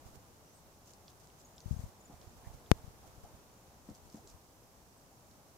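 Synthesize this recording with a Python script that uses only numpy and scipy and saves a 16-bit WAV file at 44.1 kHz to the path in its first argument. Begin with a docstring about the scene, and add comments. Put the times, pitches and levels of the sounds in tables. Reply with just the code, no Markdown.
"""A goat and a goose in a quiet pen

As the animals forage, hooves thud on earth, straw rustles and twigs snap. Small birds peep far off.
Fingers shift on a hand-held phone, rubbing its case and bumping its two microphone ports (the
little sound holes); once they tap the left port with a sharp knock. Underneath lie distant outdoor
rumble, microphone hiss, a very faint electronic whine and one faint whistle like the whine swelling."""
import sys
import numpy as np
from scipy import signal
from scipy.fft import rfft, irfft
from scipy.io import wavfile
from scipy.ndimage import uniform_filter1d

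SR = 44100
rng = np.random.default_rng(int(sys.argv[2]) if len(sys.argv) > 2 else 0)


def wrap_up_sound(samples):
    """Save the sound to the file named by the first command line argument, as 16-bit audio."""
    columns = np.atleast_2d(samples).T
    # keep every value between -1 and 1, then stretch to whole-number steps
    tamed = np.clip(columns, -1, 1)
    steps = np.round(tamed * 32767).astype(np.int16)
    wavfile.write(sys.argv[1], SR, steps)


N = 245637
T = np.arange(N) / SR

# straw stirred by feet and bill: (time [s], length [s], level [dB])
RUSTLE_TIMES = [(0.852, 0.084, -64.5), (1.083, .042, -67.5), (1.186, 0.075, -69.5), (1.367, 0.069, -68),
                (1.692, .07, -66), (3.938, 0.052, -67), (4.098, 0.1, -67), (4.264, 0.067, -63.5)]


def hooves(contact_s=0.0069, detune=0.014, crumble_db=-15, crumble_s=0.018):
    """Each hoof makes the packed earth ring briefly and crumbles a little soil."""
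    # the tones of the ground: (pitch [Hz], time to fade by 60 dB [s], level [dB])
    earth_tones = [(214, 0.029, 3.5), (264.6, 0.041, -5), (502, 0.024, -9), (675, 0.03, -19)]
    out, t = np.zeros((2, N)), T[:SR // 5]
    for s, db in footfalls():
        ring = 0
        for hz, fade_s, tone_db in earth_tones:
            pitch_hz = hz * (1 + detune * rng.standard_normal())
            ring += undb(tone_db - 60 * t / fade_s) * np.sin(2 * np.pi * pitch_hz * t)
        weight = 1 - np.exp(-(t / contact_s) ** 2)  # the weight comes down gradually
        thud = -ring * weight
        thud /= np.abs(thud).max()
        noise = rng.standard_normal((2, len(t)))
        soil = resonate(noise, hz=330, q=0.37) * np.exp(-t / crumble_s)
        add(out, s, undb(db) * pan(2) * (thud + undb(crumble_db) * soil))
    return out


def footfalls(gap_s=0.0136, settle_db=-9):
    """A hoof lands, then settles in two weaker touches. 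Gives (time [s], level [dB])."""
    # hooves landing: (time [s], level [dB])
    landings = [(2.096, -47), (3.8866, -40), (4.1426, -40.5)]
    return [(s + k * gap_s, db + (settle_db if k else 0)) for s, db in landings for k in range(3)]


def twigs(width_octaves=0.93, onset_s=0.00038, crack_s=0.00085, tail_db=-24, tail_s=0.019):
    """A twig breaks in a burst of a few milliseconds, and the litter around it settles."""
    # twigs snapping: (time [s], peak level [dB], pitch [Hz])
    snaps = [(1.0805, -45, 4100), (1.2716, -51.5, 5400), (1.3008, -56.5, 3270), (1.5806, -42.5, 4350),
             (1.6039, -46, 5170), (2.2143, -52.5, 4130), (2.6617, -53.5, 3900), (3.899, -50.5, 5500),
             (4.099, -50.5, 5360), (4.2738, -45.5, 5450), (4.2996, -50.5, 5500), (5.3119, -52.5, 4670)]
    out, t = np.zeros((2, N)), T[:SR // 12]
    fade = np.exp(-t / crack_s) + undb(tail_db) * np.exp(-t / tail_s)
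    shape = (1 - np.exp(-t / onset_s)) * fade
    for s, db, hz in snaps + stalks():
        burst = shape * stereo_noise(len(t), apart=0.58)
        edges_hz = hz * 2 ** (width_octaves * np.array([-0.5, 0.5]))
        crack = signal.sosfilt(signal.butter(3, edges_hz, "band", fs=SR, output="sos"), burst)
        add(out, s, undb(db) * crack / np.abs(crack).max(axis=1, keepdims=True))
    return out


def stalks(count=2, above_rustle_db=9, scatter_db=6, typical_hz=5700, scatter_octaves=0.15):
    """Small stalks break by chance in each rustle. Gives (time [s], peak level [dB], pitch [Hz])."""
    rows = []
    for s, length, db in RUSTLE_TIMES:
        for k in range(count):
            break_s = s + length * (k + rng.random()) / count
            peak_db = db + above_rustle_db + scatter_db * rng.standard_normal()
            hz = typical_hz * 2 ** (scatter_octaves * rng.standard_normal())
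            rows.append((break_s, peak_db, hz))
    return rows


def straw(crackle_db=4, idle_db=-79):
    """Many tiny crackles swell whenever the straw is stirred."""
    # the bright sound of straw: (frequency [Hz], level [dB])
    spectrum = [(1200, -39), (2500, -8), (4200, -4), (6400, 3), (8500, -7), (12000, -11), (16000, -15)]
    stir = np.full((2, N), undb(idle_db))
    for s, length, db in RUSTLE_TIMES:
        add(stir, s, undb(db) * swell(length))
    crackles = rng.standard_normal((2, N)) * undb(crackle_db * wander(500))
    return colour(crackles, spectrum) * stir


def scuffs():
    """Short, dull scrapes, each ringing hollowly around one pitch."""
    # soft scrapes: (time [s], length [s], level [dB], pitch [Hz])
    scrapes = [(2.087, 0.073, -61.5, 760), (2.428, 0.07, -68.5, 1890), (2.44, 0.1, -64.5, 880),
               (2.753, 0.072, -68, 800), (3.024, 0.045, -62.5, 790), (3.241, 0.041, -59.5, 740),
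               (3.275, 0.039, -66, 935), (3.886, .04, -66, 650), (4.145, 0.072, -66, 750),
               (4.228, 0.049, -61, 377)]
    out = np.zeros((2, N))
    for s, length, db, hz in scrapes:
        shape = swell(length)
        scrape = stereo_noise(len(shape), apart=0.26)
        add(out, s, undb(db) * shape * resonate(scrape, hz, q=3.6))
    return out


def fingers(tap_s=2.7158, bump_rise_ms=(0.72, 1.07), doubling_db=29):
    """A touch raises the air pressure in a port: slowly for a dull bump, at once for a sharp knock."""
    # soft finger bumps: (time [s], pressure step [dB], port [0 left, 1 right])
    bumps = [(0.059, -26, 1), (0.171, -29, 1), (1.660, -17, 0), (1.681, -23.5, 0), (1.711, -10.5, 0),
             (1.727, -16.5, 0), (1.740, -19, 0), (1.766, -18.5, 0), (1.793, -18.5, 0), (1.839, -18.5, 0),
             (2.273, -27.5, 1), (2.472, -20, 1), (2.504, -24, 1), (2.546, -26, 1), (2.843, -25.5, 0),
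             (2.879, -25, 0), (3.18, -30, 0), (3.238, -29, 0), (3.91, -28.5, 0), (4.345, -32, 0)]
    touches = [(tap_s, contact(db=-0.46, side=0, rise_ms=0.014, across_db=-62))]
    for s, db, side in bumps + nudges():
        rise_ms = bump_rise_ms[side] * 2 ** (-db / doubling_db)  # a softer bump is slower
        touches.append((s, contact(db, side, rise_ms, across_db=-34)))
    push = np.zeros((2, N))  # change of pressure per sample
    for s, touch in touches:
        add(push, s - touch.shape[1] // 2 / SR, touch)  # centred on its time
    return port(np.cumsum(push, axis=1))


def contact(db, side, rise_ms, across_db):
    """One touch pushes air into one port, and faintly into the other."""
    bell = signal.windows.gaussian(SR // 20, rise_ms * SR / 1000)
    port_db = [[across_db], [0]] if side else [[0], [across_db]]
    return undb(db) * bell / bell.sum() * undb(port_db)


def port(pressure, corner_hz=90, q=0.82, leak_hz=22):
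    """A port passes no steady pressure: a step becomes a spike and a slow swing back."""
    w = 2 * np.pi * corner_hz
    swing = signal.lfilter(*signal.bilinear([1, 0, 0], [1, w / q, w * w], SR), pressure)
    return signal.lfilter(*signal.butter(1, leak_hz, "high", fs=SR), swing)


def nudges(per_second=13, above_rub_db=26, scatter_db=7.5):
    """Faint chance bumps grow with the rubbing. Gives (time [s], pressure step [dB], port [0 or 1])."""
    rub_db, rows = 20 * np.log10(grip()), []
    for slot, (when, where, size) in enumerate(rng.random((200, 3))):
        s, side = (slot + when) / per_second, round(where)
        if s < T[-1]:
            db = rub_db[side, int(s * SR)] + above_rub_db + scatter_db * (2 * size - 1)
            rows.append((s, db, side))
    return rows


def rubbing(slip_db=4):
    """Skin drags over the case in small uneven slips, different at each port."""
    # the dull sound of skin on the case: (frequency [Hz], level [dB])
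    spectrum = [(20, -1.5), (80, 5.5), (200, -9.5), (450, -12.5), (950, -11), (1500, -21), (2000, -23.5),
                (3500, -26), (6500, -19.5), (10000, -26.5), (16000, -27.5)]
    slips = np.array([rng.standard_normal(N) * undb(slip_db * wander(60)) for _ in range(2)])
    return colour(slips, spectrum) * grip()


def grip(fade_s=0.074, still_hand_db=-79):
    """How hard the skin rubs at each port: every shift of the hand eases in, holds and eases out."""
    # shifts of the hand: (time [s], length [s], level [dB], left minus right [dB])
    shifts = [(0, .21, -60, -2), (1.629, 0.3, -54.5, 0), (2.08, 1.38, -64.5, -5.5), (2.39, .22, -59, -4),
              (3.8, 0.64, -68, 0)]
    power = np.full((2, N), undb(still_hand_db) ** 2)
    for s, length, db, pan_db in shifts:
        ease = signal.windows.tukey(int(length * SR), 2 * fade_s / length)
        add(power, s, (ease * undb(db) * pan(pan_db)) ** 2)
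    return np.sqrt(power)


def peeps_and_whistle(rise_hz=249, waver=0.031, echo_db=-4, echo_s=0.044):
    """Thin tones glide upward with a quick waver, blurred by short echoes."""
    # one longer, faint 6 kHz whistle, like the electronic whine swelling, then far-off bird peeps:
    # (time [s], length [s], pitch [Hz], level [dB])
    thin_tones = [(0.42, 0.16, 5980, -76), (0.53, 0.068, 8250, -71), (1.39, .025, 7520, -71),
                  (1.443, .022, 6730, -61.5), (1.558, 0.018, 7480, -68), (1.61, 0.015, 6200, -67),
                  (1.757, 0.021, 6330, -67), (4.972, 0.015, 7820, -71)]
    out = np.zeros((2, N))
    for s, length, pitch_hz, db in thin_tones:
        shape = swell(length)
        glide_hz = pitch_hz + rise_hz * np.linspace(-0.5, 0.5, len(shape))
        hz = glide_hz * (1 + waver * wander(700, len(shape)))
        tone = unit(np.sin(2 * np.pi * np.cumsum(hz) / SR))
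        add(out, s, undb(db) * shape * tone)
    fences = rng.standard_normal((2, SR // 10)) * np.exp(-T[:SR // 10] / echo_s)
    echo = signal.fftconvolve(out, fences / np.linalg.norm(fences[0]), axes=1)[:, :N]
    return out + undb(echo_db) * echo


def outdoor_rumble(flutter_db=0.4):
    """Far rumble, alike at both ports in the low middle range and unrelated higher up."""
    # the deep sound of the rumble: (frequency [Hz], level [dB])
    spectrum = [(20, -10), (50, 0), (110, -0.5), (250, -5.5), (450, -7.5), (800, -7.5), (1200, -12.5),
                (1800, -20), (3000, -23), (8000, -28.5)]
    # its slow rise and fall: (time [s], level [dB])
    loudness = [(0.0, -58.5), (0.23, -61), (1.1, -61), (2.82, -59), (4.75, -62), (5.57, -61.5)]
    # how alike the two ports hear it: (frequency [Hz], likeness [0 to 1])
    port_likeness = [(40, 0.21), (130, 0.95), (290, 0.83), (640, 0.77), (1410, 0.0093), (3100, 0)]
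    likeness = at_frequencies(port_likeness)
    common, apart = rfft(rng.standard_normal((2, N)))
    common, apart = common * np.sqrt(1 + likeness), apart * np.sqrt(1 - likeness)
    air = irfft(np.array([common + apart, common - apart]), N)
    level_db = np.interp(T, *np.transpose(loudness)) + flutter_db * wander(15)
    return colour(air, spectrum) * undb(level_db) * pan(1.3)


def electronics(hiss_db=-69, blip_hz=7020, blips_per_s=21, blip_db=-79, blip_scatter_db=6):
    """Microphone hiss, a faint whine and one tone that blips with uneven strength."""
    # the hiss: (frequency [Hz], level [dB])
    spectrum = [(1000, -4.5), (2200, -6.5), (3500, -4.5), (4600, 0), (5800, 4.5), (7000, 2.5), (8500, -1),
                (11000, -1), (15000, -2.5), (16000, -2.5)]
    # the tones of the whine: (pitch [Hz], level [dB])
    tones = [(6002, -92), (8000, -91), (10002, -99), (12000, -93), (14000, -89.5)]
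    hiss = undb(hiss_db) * colour(rng.standard_normal((2, N)), spectrum) * pan(-5.5)
    whine = sum(undb(db + 2 * wander(6)) * unit(np.sin(2 * np.pi * hz * T)) for hz, db in tones)
    pulses = np.maximum(np.sin(2 * np.pi * blips_per_s * T), 0) ** 2
    blips = undb(blip_db + blip_scatter_db * wander(12)) * pulses * np.sin(2 * np.pi * blip_hz * T)
    return hiss + whine + blips


def undb(db):
    """Turn decibels into a number to multiply by."""
    return 10 ** (np.asarray(db) / 20)


def unit(x):
    """Scale x to an average strength (rms) of 1."""
    return x / np.sqrt(np.mean(x ** 2))


def at_frequencies(points):
    """Read a (frequency [Hz], value) table at every frequency in the sound."""
    hz, value = np.transpose(points)
    return np.interp(np.log(np.fft.rfftfreq(N, 1 / SR) + 1), np.log(hz), value)


def colour(x, spectrum):
    """Shape the lows and highs of x by a (frequency [Hz], level [dB]) table, at strength 1."""
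    return unit(irfft(rfft(x) * undb(at_frequencies(spectrum)), N))


def resonate(x, hz, q):
    """Filter x twice around one pitch, at strength 1; a higher q (0.5 at least is used) is narrower."""
    peak = signal.iirpeak(hz, max(q, 0.5), fs=SR)
    return unit(signal.lfilter(*peak, signal.lfilter(*peak, x)))


def stereo_noise(size, apart):
    """Noise that both ports share, plus a little that each has alone."""
    return rng.standard_normal(size) + apart * rng.standard_normal((2, size))


def wander(per_second, size=N):
    """A smooth random wobble, about 1 in size."""
    hold = int(SR / per_second)
    steps = np.repeat(rng.standard_normal(size // hold + 2), hold)
    return unit(uniform_filter1d(steps, hold))[:size]


def pan(db):
    """Left and right gains that make the left louder by db."""
    return undb(np.array([db, -db]) / 2).reshape(2, -1)


def add(out, s, x):
    """Mix x into out from time s."""
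    start = max(int(round(s * SR)), 0)
    out[:, start:start + x.shape[-1]] += x[..., :max(N - start, 0)]


def swell(length):
    """A soft rise and fall."""
    return signal.windows.tukey(int(length * SR), 0.7)


def scene():
    """The pen and the hand on the phone, heard together."""
    pen = outdoor_rumble() + hooves() + twigs() + straw() + scuffs()
    return pen + peeps_and_whistle() + fingers() + rubbing() + electronics()


def record(dry):
    """The phone cuts off the highest treble."""
    top_hz = 15650
    low_pass = signal.firwin(127, top_hz, fs=SR, window="blackman")
    return signal.fftconvolve(dry, low_pass[None], "same", axes=1)


dry = scene()
out = record(dry)
wrap_up_sound(out)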